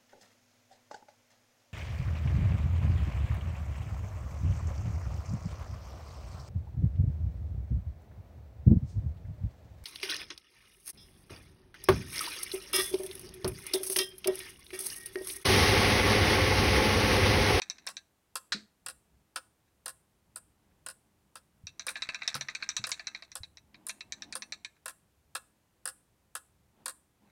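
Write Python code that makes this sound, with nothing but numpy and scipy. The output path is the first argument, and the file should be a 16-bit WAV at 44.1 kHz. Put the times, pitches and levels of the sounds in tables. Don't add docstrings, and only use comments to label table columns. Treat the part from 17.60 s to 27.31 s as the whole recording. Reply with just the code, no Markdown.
import sys
import numpy as np
from scipy import signal
from scipy.fft import rfft, irfft, next_fast_len
from scipy.io import wavfile
from scipy.ndimage import uniform_filter1d

SR = 44100
rng = np.random.default_rng(int(sys.argv[2]) if len(sys.argv) > 2 else 0)


def to_wav(s):
    ch = np.atleast_2d(s).T
    pcm = np.round(np.clip(ch, -1, 1) * 32767)
    wavfile.write(sys.argv[1], SR, pcm.astype(np.int16))


N = 428204
RING_SIZE = 16384
AGE = np.arange(RING_SIZE) / SR
REFERENCE_SPEED_HZ = 15

# start in seconds, relative level in dB, brightness in dB.
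RATCHET = [(0.018, -37.5, 1.5), (0.099, -35.5, 12), (0.183, -56, -1), (0.272, -37, -0.5), (0.368, -41.5, 1),
           (4.069, -42.5, 2.5), (4.195, -40, 0.5), (4.282, -35.5, -12), (4.356, -38.5, -23),
           (4.421, -33.5, -6), (4.489, -35.5, -12.5), (4.545, -37, -1), (4.619, -38, -18), (4.677, -29, 9),
           (4.743, -37, 1), (4.81, -36, 2), (4.885, -36.5, -8.5), (4.95, -36, 3.5), (5.024, -35.5, -16),
           (5.09, -32.5, 9), (5.166, -31.5, 11.5), (5.24, -33.5, -4.5), (5.317, -32.5, 6),
           (5.395, -42.5, -10.5), (5.47, -36, -6), (5.548, -40, -10), (5.623, -48, -9), (5.717, -51, 5.5),
           (5.833, -44.5, -4), (5.971, -53, 1.5), (6.144, -55.5, -10), (6.294, -38.5, 2), (6.407, -43.5, 0),
           (6.522, -38, 8), (6.621, -42, 1), (6.725, -41.5, 5), (6.821, -41.5, -3), (6.922, -38, -1.5),
           (7.047, -40.5, 3.5)]
# frequency in Hz, level in dB.
PAWL = [(300, -46), (700, -18.5), (1500, -11), (2500, -1), (2900, -16.5), (3400, -7), (3900, 9),
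        (4800, -10.5), (5800, -7), (6700, -11), (8000, -13), (9500, -25.5), (15000, -42)]
# frequency in Hz, level in dB.
PAWL_MODES = [(665, -16), (1060, -16), (1250, -13.5), (1585, -4), (1730, -7), (2195, -8.5), (2330, -16),
              (2460, -10.5), (2640, -2.5), (3890, -11.5), (4060, -12.5), (4350, 1.5), (5700, 3), (5980, 5),
              (7700, -7)]
# start in seconds, frequency in Hz, relative level in dB,
# t60 of the swing in seconds.
BUMPS = [(.946, 209.4, -42, 0.15), (4.037, 90, -49.5, .12), (4.751, 138, -43.5, 0.27),
         (5.194, 118.3, -45.5, 0.083), (5.201, 248, -58, 0.13), (5.804, 72.6, -46.5, .08)]


def amp(db):
    return 10 ** (np.asarray(db) / 20)


def fade(t, t60):
    return np.exp(-np.log(1000) * t / t60)


def unit(x):
    return x / np.sqrt(np.sum(x ** 2))


def colour(x, points):
    size = 2 * next_fast_len(len(x) // 2 + 1)
    hz, db = np.transpose(points)
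    freq = np.maximum(np.fft.rfftfreq(size, 1 / SR), 1)
    gain = amp(np.interp(np.log(freq), np.log(hz), db))
    cepstrum = irfft(np.log(gain))
    cepstrum[1:size // 2] *= 2
    cepstrum[size // 2 + 1:] = 0
    response = np.exp(rfft(cepstrum))
    return irfft(rfft(x, size) * response)[:len(x)]


def noise(points):
    return unit(colour(rng.standard_normal(N), points)) * np.sqrt(N)


def wander(rate_hz):
    hold = int(SR / rate_hz)
    levels = np.repeat(rng.standard_normal(N // hold + 1), hold)
    return uniform_filter1d(levels, hold)[:N]


def add(track, s, x):
    start = max(int(s * SR), 0)
    track[start:start + len(x)] += x[:max(N - start, 0)]


def swells(rows):
    gain = np.zeros(N)
    for s, length_s, db in rows:
        add(gain, s - length_s / 2, amp(db) * np.hanning(int(length_s * SR)))
    return gain


def burst(grain, points, t60):
    return unit(colour(grain * fade(AGE, t60), points))


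def like(grain, change):
    return grain + change * rng.standard_normal(RING_SIZE)


def ring(modes, t60, scatter_db, detune):
    hz, db = np.transpose(modes)[:, :, None]
    force, shift, side = rng.standard_normal((3, len(modes), 1))
    decay = fade(AGE, t60 * (1000 / hz) ** .25)
    waves = np.sin(2 * np.pi * hz * (1 + detune * shift) * AGE) * decay
    gain = np.sign(side) * amp(db + scatter_db * np.clip(force, -1.5, 1.5))
    return unit(np.sum(gain * waves, axis=0))


def contact(points, hold_s, t60):
    swell_in = 1 - fade(AGE, 0.0035)
    envelope = fade(np.maximum(AGE - hold_s, 0), t60) * swell_in
    return unit(colour(rng.standard_normal(RING_SIZE) * envelope, points))


def spot(spread_db, count=24):
    hz = np.geomspace(500, 12000, count)
    ripple = np.pad(np.clip(rng.standard_normal(count - 2), -2, 2), 1)
    return np.column_stack([hz, spread_db * ripple])


def blow(x, db):
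    return unit(x) * amp(db) * np.sqrt(SR / 100)


def chain_speed(hand_inertia_s=0.067):
    clicks_s = np.array(RATCHET)[:, 0]
    rates_hz = 1 / np.diff(clicks_s)
    tooth = np.searchsorted(clicks_s, np.arange(N) / SR)
    steps_hz = np.r_[rates_hz[0], rates_hz, 0][tooth]
    return uniform_filter1d(steps_hz, int(hand_inertia_s * SR))


def ratchet(speed_hz, count=2, rebound_db=-13, rebound_s=0.0091):
    # frequency in Hz, level in dB.
    snap_colour = [(1500, -27), (3500, -9.5), (4800, 1.5), (5900, 9), (7000, -7), (8500, -17), (11000, -34),
                   (16000, -50)]
    body_share = 0.29
    spread_db_per_hz = 0.54
    out = np.zeros(N)
    grain = rng.standard_normal(RING_SIZE)
    for s, db, bright_db in RATCHET:
        spread_db = spread_db_per_hz * (speed_hz[int(s * SR)] - REFERENCE_SPEED_HZ)
        body_db = 6.75 + spread_db - body_share * bright_db
        snap_db = -1.25 + spread_db + (1 - body_share) * bright_db
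        pulley = burst(like(grain, change=1.0), PAWL, t60=0.034)
        pulley += amp(-8.0) * ring(PAWL_MODES, t60=0.12, scatter_db=0.5, detune=0.0067)
        click = amp(-3.0) * contact(snap_colour, hold_s=0.00068, t60=0.0034)
        click += pulley * (1 - fade(AGE, 0.011))
        click = colour(click, [(2400, body_db), (3500, 0.00023), (4500, 0), (5800, snap_db)])
        add(out, s, blow(colour(click, spot(spread_db=4.5)), db + 3.0))
        for hop, (delay, force) in enumerate(rng.random((count, 2))):
            s += rebound_s * (0.52 + delay)
            chatter = burst(rng.standard_normal(RING_SIZE), PAWL, t60=0.036)
            add(out, s, blow(chatter, db + rebound_db + 6 * force - 5 * hop))
    return out


def chain_rattle(speed_hz, rate_hz=260, spread_db=6, count=4):
    # middle in seconds, length in seconds, level in dB.
    stirs = [(2.08, 0.049, -77), (3.12, 0.041, -77), (7.17, 0.055, -71.5), (9.7, 0.13, -74)]
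    rattle_db, rattle_db_per_hz = -54, 4.5
    slowness_hz = np.minimum(speed_hz - REFERENCE_SPEED_HZ, 0)
    gain = amp(rattle_db + rattle_db_per_hz * slowness_hz) + swells(stirs)
    rattle = np.zeros(N)
    for _ in range(count):
        chance, size = rng.random(N), rng.exponential(size=N)
        force = amp(spread_db * np.minimum(size, 3.5)) * rng.choice([-1, 1], N)
        knocks = (chance < rate_hz / SR) * force
        rim = burst(rng.standard_normal(RING_SIZE), PAWL, t60=0.0098)
        rim += amp(-4.0) * ring(PAWL_MODES, t60=0.028, scatter_db=5.0, detune=.006)
        rattle += signal.fftconvolve(knocks, rim)[:N]
    rattle = unit(colour(rattle, [(1500, 7), (6000, -6.5)])) * np.sqrt(N)
    return rattle * gain


def rubbing(speed_hz):
    # frequency in Hz, level in dB.
    rub_colour = [(60, -16), (170, -11.5), (210, -1), (250, -5), (330, -6.5), (450, -16.5), (880, -13),
                  (1300, -26), (3000, -29), (8000, -49)]
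    # middle in seconds, length in seconds, level in dB.
    scrapes = [(3.25, 1.43, -80), (6.604, 1.21, -67), (9.206, 0.19, -70.5), (9.656, .18, -67.5)]
    rub_db, rub_db_per_hz = -71, 0.8
    gain = amp(rub_db + rub_db_per_hz * (speed_hz - REFERENCE_SPEED_HZ)) + swells(scrapes)
    return noise(rub_colour) * gain * amp(2.7 * wander(5.6))


def loaded_frame():
    # frequency in Hz, level in dB.
    rumble_colour = [(20, -28), (40, -9), (62, 3.5), (100, -5), (150, -4), (300, -19.5), (1500, -50)]
    # time in seconds, relative level in dB.
    rumble_level = [(0.0, -86), (1.32, -76), (2.46, -78), (3.02, -72), (5.59, -72.5), (5.78, -70),
                    (7.81, -75.5), (9.7, -74)]
    rumble_db = np.interp(np.arange(N) / SR, *np.transpose(rumble_level))
    out = noise(rumble_colour) * amp(rumble_db + 0.5 + 2.7 * wander(9.9))
    for s, hz, db, t60 in BUMPS:
        push = 1 - fade(AGE, 0.01)
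        thud_colour = [(hz / 3, -15), (hz, 0), (2 * hz, -5), (5 * hz, -35), (20 * hz, -75)]
        thud = burst(rng.standard_normal(RING_SIZE), thud_colour, t60=0.18)
        swing = fade(AGE, t60) * np.sin(2 * np.pi * hz * AGE)
        add(out, s, amp(db + 4.5) * push * (swing + 7 * thud))
    return out


def still_air():
    # frequency in Hz, level in dB.
    air_colour = [(26, -33.5), (45, -2.5), (251, -10), (291, -6), (453, -9.5), (880, -12.5), (4920, -22.5),
                  (8870, -22), (14900, -25), (16000, -30.5)]
    return amp(-75) * noise(air_colour)


def escapement(count=5, restitution=0.62, loss_db=-6):
    # start in seconds, relative pallet ring level in dB,
    # relative frame knock level in dB.
    beats = [(0.266, -44.5, -45.5), (0.755, -36.5, -38.5), (1.262, -39.5, -44), (1.759, -39.5, -37.5),
             (2.259, -38.5, -44.5), (2.759, -40.5, -51.5), (3.263, -41, -46), (3.755, -50, -50),
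             (4.267, -38, -41), (4.751, -43, -38.5), (5.269, -42, -44.5), (5.754, -39.5, -45.5),
             (6.267, -38.5, -53), (6.753, -36.5, -42.5), (7.258, -40.5, -43.5), (7.751, -38.5, -37.5),
             (8.255, -35, -42), (8.752, -38, -41.5), (9.258, -36, -41.5)]
    # mean gap to the first bounce
    # in seconds, first bounce level in dB.
    pallets = [(.021, -1.5), (.013, -7.5)]
    # frequency in Hz, level in dB.
    pallet_colour = [(3000, -44.5), (6300, -20), (7600, -1), (9000, 3.5), (10400, 0.5), (11800, -8),
                     (14000, -16.5), (16000, -28.5)]
    pallet_modes = [(7850, -12), (8870, 4), (9400, -8), (10100, -7), (10600, -12), (13300, -12.5)]
    # frequency in Hz, level in dB.
    frame_colour = [(200, -28), (420, -21.5), (800, -11), (1100, -3.5), (1650, -2), (2100, -13),
                    (3300, -12), (5000, -5.5), (6500, -14.5), (10000, -24)]
    frame_modes = [(310, -22), (522, -9.5), (660, -14), (1065, -2.5), (1150, -12), (1460, -3.5),
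                   (1680, -2.5), (2690, -8), (3250, -12), (4120, -9), (5150, -6.5)]
    out = np.zeros(N)
    pallet_grains, frame_grains = rng.standard_normal((2, 2, RING_SIZE))
    for beat, (s, ring_db, knock_db) in enumerate(beats):
        side = beat % 2
        gap_s, bounce_db = pallets[side]
        gap_s *= 1 + .1 * rng.uniform(-1, 1)
        tooth = spot(spread_db=2.5)
        for hop in range(count):
            force_db = bounce_db + loss_db * (hop - 1) if hop else 0
            tick = contact(pallet_colour, hold_s=.0021, t60=.006)
            tick += amp(-8) * burst(like(pallet_grains[side], change=0.2), pallet_colour, t60=.05)
            tick += amp(-8.5) * ring(pallet_modes, t60=.09, scatter_db=3, detune=.004)
            knock = burst(like(frame_grains[side], change=.8), frame_colour, t60=.036)
            knock += amp(-5) * ring(frame_modes, t60=0.07, scatter_db=3, detune=.007)
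            knock *= 1 - fade(AGE, 0.016)
            add(out, s - .0004, blow(colour(tick, tooth), ring_db + force_db + .5))
            add(out, s + .0004, blow(colour(knock, tooth), knock_db + force_db + 4 - 1.2 * hop))
            s += gap_s * restitution ** hop
    return out


def chain_seating():
    # start in seconds, relative level in dB.
    seatings = [(0.921, -31)]
    # frequency in Hz, level in dB.
    chain_colour = [(300, -27), (900, -19.5), (1600, -3.5), (3000, -14), (4300, 2.5), (5200, -8),
                    (7000, -17.5), (8500, -20.5), (10500, -40), (16000, -48.5)]
    seat_modes = [(660, -11), (1577, -6.5), (1717, -9), (2024, -10), (2466, -2.5), (2697, -8.5), (3892, 1),
                  (4350, 2.5), (4600, -3.5), (4920, -4.5), (5010, -7), (5238, -9)]
    out = np.zeros(N)
    for s, db in seatings:
        crack = contact(chain_colour, hold_s=.005, t60=0.072)
        slaps = 1 + 0.3 * np.cos(2 * np.pi * BUMPS[0][1] * AGE)
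        shiver = burst(rng.standard_normal(RING_SIZE) * slaps, chain_colour, t60=0.22)
        chime = ring(seat_modes, t60=0.21, scatter_db=1.5, detune=0.0021)
        add(out, s, blow(crack + amp(-9.5) * shiver + amp(-10.5) * chime, db + 6.0))
    return out


def room(x, t60=0.33, wet_db=-17, wall_s=.0098, wall_db=-14):
    # frequency in Hz, level in dB.
    echo_colour = [(200, 10.5), (1300, -1), (2800, -1), (5000, -7.5), (8000, 6), (11000, 2), (16000, 5)]
    build_up = 1 - fade(AGE, 0.036)
    response = amp(wet_db) * burst(rng.standard_normal(RING_SIZE) * build_up, echo_colour, t60)
    response[int(wall_s * SR)] += amp(wall_db)
    return x + signal.fftconvolve(x, response)[:N]


def scene():
    speed_hz = chain_speed()
    clock = ratchet(speed_hz) + chain_rattle(speed_hz) + rubbing(speed_hz)
    clock += loaded_frame() + escapement() + chain_seating()
    return (room(clock) + still_air())[None]


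def record(dry, top_hz=16200):
    low_pass = signal.ellip(8, .2, 70, top_hz, fs=SR, output="sos")
    return signal.sosfilt(low_pass, dry)


dry = scene()
out = record(dry)
to_wav(out)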